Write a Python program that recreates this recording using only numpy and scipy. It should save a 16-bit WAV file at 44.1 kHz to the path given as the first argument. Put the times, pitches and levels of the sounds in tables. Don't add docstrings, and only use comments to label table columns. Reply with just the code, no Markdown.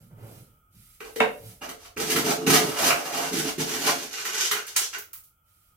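import sys
import numpy as np
from scipy import signal
from scipy.fft import rfft, irfft
from scipy.io import wavfile
from scipy.ndimage import uniform_filter1d

SR = 44100
rng = np.random.default_rng(int(sys.argv[2]) if len(sys.argv) > 2 else 0)


def wrap_up_sound(samples):
    columns = np.atleast_2d(samples).T
    tamed = np.clip(columns, -1, 1)
    steps = np.round(tamed * 32767).astype(np.int16)
    wavfile.write(sys.argv[1], SR, steps)


N = 254016
TIME = np.arange(N) / SR


def from_db(db):
    return 10 ** (np.asarray(db) / 20)


def unit(h):
    return h / np.sqrt(np.sum(h ** 2, axis=-1, keepdims=True) + 1e-30)


def at_hz(points, hz):
    freq_hz, value = np.transpose(points)
    return np.interp(np.log(np.maximum(hz, 1)), np.log(freq_hz), value)


def through(x, response):
    return signal.fftconvolve(x, response, axes=-1)[..., :N]


def colour(spectrum, size=4096):
    level_db = at_hz(spectrum, np.fft.rfftfreq(size, 1 / SR))
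    cepstrum = irfft(np.log(from_db(level_db)))
    cepstrum[1:size // 2] *= 2
    cepstrum[size // 2 + 1:] = 0
    return unit(irfft(np.exp(rfft(cepstrum))))


def body(modes):
    t = TIME[:SR // 4]
    response = np.zeros(len(t))
    for k, (hz, width_hz, db) in enumerate(modes):
        ring = np.exp(-np.pi * width_hz * t) * np.sin(2 * np.pi * hz * t)
        response += (-1) ** k * from_db(db) * unit(ring)
    return unit(response)


def cut(x, hz, kind, order=2):
    return signal.sosfilt(signal.butter(order, hz, kind, fs=SR, output="sos"), x)


def steadied(x):
    return x / np.sqrt(np.abs(uniform_filter1d(x ** 2, SR // 25)) + 1e-12)


def grains(per_s, spread_db):
    sizes = from_db(spread_db * np.minimum(rng.exponential(1, N), 4)) * rng.choice([-1, 1], N)
    clicks = sizes * (rng.random(N) < per_s / SR)
    power = np.abs(uniform_filter1d(clicks ** 2, SR // 20))
    return clicks / np.sqrt(power + 0.09 * np.mean(clicks ** 2))


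def flicker(depth_db, per_s):
    gain = from_db(depth_db * np.interp(TIME * per_s, np.arange(2000), rng.standard_normal(2000)))
    return unit(gain) * np.sqrt(N)


def gesture(start, rise, hold, release_s):
    age = TIME - start
    return np.clip(age / rise, 0, 1) * np.exp(-np.clip((age - rise - hold) / release_s, 0, 20))


def forces(rows, release_s):
    rows = np.array(rows)
    shapes = np.array([gesture(*row[:3], release_s) for row in rows])
    return np.sqrt(from_db(rows[:, 3:].T) ** 2 @ shapes ** 2)


def blows(times, db):
    clicks = np.zeros(N)
    clicks[np.round(np.asarray(times) * SR).astype(int)] = from_db(db)
    return clicks


GRAZE_S, GRAZE_DB = .005, -6


def grazed(clicks):
    ahead = TIME[:SR // 50][::-1]
    swell = unit(rng.standard_normal(len(ahead)) * np.clip(1 - ahead / GRAZE_S, 0, 1))
    return clicks + from_db(GRAZE_DB) * signal.fftconvolve(clicks, swell)[len(ahead) - 1:]


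# [pitch_hz, t60_s]
GREENHOUSE_RING = [(100, 0.17), (260, 0.52), (480, 0.49), (760, 0.3), (1800, 0.28), (5000, 0.28),
                   (9000, 0.27), (15000, 0.26)]
# [pitch_hz, left-right likeness (0 unrelated - 1 alike)]
EAR_LIKENESS = [(60, 1), (180, 1), (290, 0.39), (480, 0.49), (800, 0), (2000, 0), (16000, 0.075)]
BUILD_S = 0.00031


def greenhouse(x, direct_db, left_db):
    t, edges = TIME[:SR // 2], np.geomspace(20, 19000, 15)
    white, hz = rfft(rng.standard_normal((2, len(t)))), np.fft.rfftfreq(len(t), 1 / SR)
    response = np.zeros((2, len(t)))
    for low, high in zip(edges, edges[1:]):
        centre = np.sqrt(low * high)
        fade = (1 - np.exp(-t / BUILD_S)) * from_db(-60 * t / at_hz(GREENHOUSE_RING, centre))
        band = irfft(white * ((hz >= low) & (hz < high)), len(t))
        mid, side = unit(band * fade)
        alike = np.clip(at_hz(EAR_LIKENESS, centre), -.99, .99)
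        ears = unit(np.sqrt(1 + alike) * mid + np.sqrt(1 - alike) * side * [[1], [-1]])
        response += ears * np.sqrt(2 * (high - low) / SR)
    response[[0, 1], [rng.integers(1, 8), 0]] += from_db(direct_db)
    balance = from_db([[left_db / 2], [-left_db / 2]])
    return through(x[None], unit(response) * balance)


def wandering(x, direct_db, left_db, count):
    moments = np.arange(0, 6, 1 / 40)
    shares = np.array([np.interp(TIME, moments, row) for row in rng.standard_normal((count, len(moments)))])
    shares = np.abs(shares) / np.sqrt(np.sum(shares ** 2, axis=0))
    return sum(greenhouse(x * share, direct_db, left_db) for share in shares)


# [time_s, level_db]
RUMBLE_LEVEL = [(0.0, -67.5), (1.78, -62), (2.45, -64), (3.06, -75), (3.4, -61), (4.1, -74), (5.76, -75)]
# [pitch_hz, level_db per Hz]
AIR_SPECTRUM = [(30, -16.5), (70, -14), (110, -3.5), (180, -17), (400, -27), (900, -24.5), (1100, -36.5),
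                (1250, -3.5), (1400, -16.5), (1650, -34.5), (2000, -35.5), (2300, -24), (2800, -32.5),
                (3200, -23.5), (3700, -45), (16000, -24.5)]
AIR_WAVER_DB, AIR_WAVERS_PER_S = 2.0, 14


def background():
    rumble = cut(cut(rng.standard_normal(N), hz=51.7, kind="low"), hz=36, kind="high", order=3)
    rumble_db = np.interp(TIME, *np.transpose(RUMBLE_LEVEL)) + 1.5
    rumble = unit(rumble) * np.sqrt(N) * from_db(rumble_db)
    air = from_db(-65.5) * through(rng.standard_normal(N), colour(AIR_SPECTRUM))
    air = air * flicker(AIR_WAVER_DB, AIR_WAVERS_PER_S)
    return rumble + greenhouse(air, direct_db=-10, left_db=-2.0)


# [start_s, rise_s, hold_s, thud_level_db, scuff_level_db]
FOOT_SHIFTS = [(0.0, 0.0071, 0.031, -49, -65.5), (.095, 0.016, 0.022, -44, -60.5),
               (.155, 0.053, 0.07, -48, -50.5), (.28, 0.024, 0.076, -53, -57.5),
               (.385, 0.0079, 0.021, -48.5, -67), (.735, 0.0053, 0.034, -53, -75),
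               (1.39, 0.027, 0.062, -50, -59.5)]
# [start_s, rise_s, hold_s, level_db]
SLEEVE_SWISHES = [(0.0, 0.0033, 0.036, -60), (.15, 0.14, 0.098, -51.5), (.7, 0.071, 0.18, -54.5),
                  (1.0, 0.057, 0.35, -52.5), (1.4, 0.054, 0.032, -45.5), (5.43, 0.059, 0.19, -64)]
# [pitch_hz, level_db per Hz]
THUD_SPECTRUM = [(20, -27), (45, -7), (70, -22), (110, 6), (170, 1), (260, -14.5), (500, -32), (1200, -53)]
SCUFF_SPECTRUM = [(120, -19.5), (260, -1.5), (450, -0.5), (650, -2), (900, -9), (1500, -15.5),
                  (3000, -23.5), (8000, -54)]
CLOTH_SPECTRUM = [(500, -29), (2000, -2.5), (4500, -1.5), (7000, -1.5), (10000, 4), (13500, 2.5),
                  (16500, -2.5)]
FOOT_RELEASE_S, SLEEVE_RELEASE_S = .035, 0.058


def gardener():
    weight, drag = forces(FOOT_SHIFTS, FOOT_RELEASE_S)
    rub, = forces(SLEEVE_SWISHES, SLEEVE_RELEASE_S)
    thud = through(weight * grains(per_s=400, spread_db=-3.0), colour(THUD_SPECTRUM))
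    scuff = through(drag * grains(per_s=1500, spread_db=-1.0), colour(SCUFF_SPECTRUM))
    swish = through(rub * grains(per_s=6300, spread_db=-1.5), colour(CLOTH_SPECTRUM))
    return thud + scuff + from_db(-2.5) * swish


# [time_s, crack_level_db, hollow_level_db, wall_level_db]
SCOOP_TAPS = [(1.0059, -31.5, -32.5, -28), (1.1614, -23, -22, -50), (1.6918, -24.5, -40.5, -32.5),
              (1.852, -40, -72, -38.5), (1.9697, -37.5, -26, -23), (2.1625, -9.5, -21, -13),
              (2.4693, -20.5, 0, -14), (2.9061, -17, -14.5, -7.5), (3.3315, -28, -10, -50),
              (3.5802, -31, -9, -51), (4.184, -33, -39, -25), (4.2526, -17.5, -45, -24),
              (4.514, -7.5, -36.5, -15), (4.763, -13, -51, -26), (5.1344, -42, -77, -41)]
# [pitch_hz, level_db per Hz]
CRUNCH_SPECTRUM = [(300, -32.5), (900, -5.5), (2000, 5.5), (3500, 1), (5000, 0), (6500, -1), (8500, -0.5),
                   (12000, -3.5), (15000, -3.5), (16500, -26.5)]
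# [pitch_hz, width_hz, level_db]
FREE_SCOOP_MODES = [(764, 200, -7), (1183, 420, -3), (1520, 130, -0.5), (1817, 250, -4.5),
                    (2280, 490, -0.5), (2910, 160, -5)]
EMPTY_BOWL_MODES = [(446, 18, 2), (227, 25.6, -18.5)]
BASKET_MODES = [(81, 92, -15), (98, 17, -7.5), (156.8, 7, -4), (220.6, 30, -2.5), (271, 14, 0.5),
                (327.3, 27, -0.5), (398, 48, -1), (439.5, 8.2, 0.5)]
FILLED_S = 2.1


def taps():
    s, crack_db, hollow_db, wall_db = np.transpose(SCOOP_TAPS)
    crack = through(grazed(blows(s, crack_db + 15.5)), colour(CRUNCH_SPECTRUM))
    wall = through(grazed(blows(s, wall_db + 17.5)), body(FREE_SCOOP_MODES))
    bowl = through(blows(s, hollow_db + 24) * (TIME < FILLED_S), body(EMPTY_BOWL_MODES))
    thump = through(blows(s, hollow_db + 8.5) * (TIME >= FILLED_S), body(BASKET_MODES))
    return crack + wall + cut(bowl, hz=181, kind="high") + cut(thump, hz=70, kind="high")


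# [start_s, rise_s, hold_s, scrape_level_db, crunch_level_db, shove_level_db]
SCOOP_PUSHES = [ (1.02, 0.036, 0.031, -46.5, -52.5, -58), (1.48, 0.014, 0.008, -53, -52, -61),
                (1.607, 0.018, 0.019, -35, -46, -47), (1.67, 0.016, 0.014, -41.5, -47.5, -45.5),
                (1.78, 0.013, 0.07, -53.5, -52.5, -79), (1.961, 0.014, 0.064, -36.5, -34.5, -33),
                (2.04, 0.061, 0.028, -30.5, -26, -33.5), (2.135, 0.029, 0.029, -30.5, -32, -25),
                (2.23, 0.037, 0.039, -24, -26.5, -27.5), (2.35, 0.04, 0.097, -44.5, -52.5, -34.5),
                (2.463, 0.0068, 0.088, -21.5, -19.5, -23), (2.57, 0.031, 0.099, -31, -35, -30),
                (2.69, 0.083, .06, -28, -33.5, -47), (2.775, 0.064, .05, -23, -25, -33.5),
                (2.92, 0.054, 0.2, -33.5, -39, -49), (3.12, 0.022, 0.14, -31.5, -36, -41),
                (3.305, 0.021, 0.078, -37, -32.5, -31.5), (3.43, 0.025, 0.028, -30, -30.5, -32),
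                (3.577, 0.005, 0.037, -35, -32, -30.5), (3.63, 0.059, 0.13, -36.5, -34.5, -38.5),
                (3.83, 0.047, 0.015, -21, -23, -30), (3.91, 0.033, 0.12, -42.5, -39.5, -43.5),
                (4.1, 0.03, 0.092, -40.5, -37, -54), (4.235, 0.023, 0.046, -35, -34, -47.5),
                (4.315, 0.017, 0.08, -32.5, -29, -46), (4.415, 0.023, .012, -31, -21.5, -42.5),
                (4.505, .012, 0.068, -35, -39, -42.5), (4.62, 0.054, 0.12, -51.5, -45.5, -69),
                (4.754, 0.011, .017, -30.5, -35, -57), (4.805, 0.013, 0.014, -41, -27.5, -49.5),
                (4.926, .01, 0.0053, -30, -31.5, -59), (4.958, .012, 0.014, -62, -48.5, -49), ]
PUSH_RELEASE_S = .012


def pushes():
    return forces(SCOOP_PUSHES, PUSH_RELEASE_S)


# [time_s, freedom (0 buried - 1 free with loose grit in its bowl)]
SCOOP_LIFT = [(1.6, 0.35), (2.35, 0.19), (3.2, 0.27), (3.38, 0.45), (3.88, 0.6), (4.15, 1)]


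def freedom():
    return np.clip(np.interp(TIME, *np.transpose(SCOOP_LIFT)), 0, 1)


# [pitch_hz, width_hz, level_db]
BURIED_SCOOP_MODES = [(598, 110, -6.5), (696, 13, 3.5), (780, 320, 1.5), (1134, 100, -5), (1215, 97, 2.5),
                      (1340, 240, -1), (1826, 71, -22), (2250, 570, -11.5), (2734, 110, -11)]
# [pitch_hz, level_db per Hz]
SLIDE_SPECTRUM = [(400, -20), (1500, -15), (3200, 2), (4200, 0), (5000, 1.5), (5600, 4), (6500, 5),
                  (7600, -1.5), (10000, -8), (13000, -6.5), (16500, -32)]
CLUMP_DB, CLUMPS_PER_S = 3.5, 110


def digging(scraping, crunching):
    free, give = freedom(), flicker(CLUMP_DB, CLUMPS_PER_S)
    scrape = from_db(1.0) * scraping * give * grains(per_s=920, spread_db=2.5)
    crunch = from_db(1.5) * crunching * give * grains(per_s=1400, spread_db=3.5)
    buried = through(scrape, body(BURIED_SCOOP_MODES)) + through(crunch, colour(CRUNCH_SPECTRUM))
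    loose = through(scrape, body(FREE_SCOOP_MODES)) + through(crunch, colour(SLIDE_SPECTRUM))
    return cut(np.sqrt(1 - free) * buried + np.sqrt(free) * loose, hz=408, kind="high")


# [pitch_hz, width_hz, level_db]
LADEN_BOWL_MODES = [(225, 38, -5), (365, 41, 5.5), (430, 40, 9.5)]


def heaving(shoving):
    clear = freedom() ** 8
    clods = grains(per_s=1400, spread_db=1.5)
    basket = steadied(cut(through(clods, body(BASKET_MODES)), hz=70, kind="high"))
    bowl = steadied(cut(through(clods, body(LADEN_BOWL_MODES)), hz=150, kind="high"))
    return shoving * (np.sqrt(1 - clear) * basket + np.sqrt(clear) * bowl)


# [time_s, level_db]
BASKET_KNOCK = [(1.204, -2.5)]
# [pitch_hz, width_hz, level_db]
RIM_MODES = [(224.6, 36, -14), (444, 8.9, -8), (592, 84, -7), (734, 30, -3), (887, 100, -4.5),
             (975, 110, -2), (1580, 140, -0.5), (1790, 180, -5), (2160, 160, -3.5), (2670, 166, -6.5),
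             (2880, 180, -8.5), (3570, 420, -12.5)]


def knock():
    s, db = np.transpose(BASKET_KNOCK)
    click = blows(s, db + 19.5)
    rim = through(grazed(click), body(RIM_MODES))
    rim = cut(cut(rim, hz=3725, kind="low"), hz=170, kind="high")
    thump = from_db(-20.5) * through(click, body(BASKET_MODES))
    contact = from_db(-14) * cut(click, hz=4480, kind="low", order=1)
    return rim + thump + contact


# [time_s, level_db, pitch_hz]
STONE_SKIPS = [(4.6676, -34.5, 10800), (4.764, -13, 7600), (4.78, -25.5, 8000), (4.984, -31.5, 14200),
               (5.1317, -31, 14800), (5.176, -45, 11760), (5.238, -48, 12800), (5.2718, -59, 11600)]


def stones(width_hz):
    ticks = np.zeros(N)
    for s, db, hz in STONE_SKIPS:
        tick = from_db(db + 25.5) * body([(hz, width_hz, 0)])[:SR // 100]
        start = round(s * SR)
        ticks[start:start + len(tick)] += tick
    return cut(ticks, hz=3570, kind="high")


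def scene():
    person = wandering(gardener(), direct_db=-3.5, left_db=-2.5, count=2)
    scraping, crunching, shoving = pushes()
    scoop = wandering(digging(scraping, crunching) + taps(), direct_db=-16.5, left_db=-1.3, count=7)
    basket = greenhouse(heaving(shoving), direct_db=2.0, left_db=-1.4)
    bump = greenhouse(knock(), direct_db=-4.5, left_db=-1.5)
    spill = greenhouse(stones(width_hz=5200), direct_db=-11, left_db=-2.5)
    return background() + person + scoop + basket + bump + spill


CUTOFF_HZ = 16000


def record(dry):
    rounded = .9 * np.tanh(dry / .9)
    steep = signal.ellip(12, .1, 80, CUTOFF_HZ, fs=SR, output="sos")
    return signal.sosfilt(steep, rounded)


dry = scene()
out = record(dry)
wrap_up_sound(out)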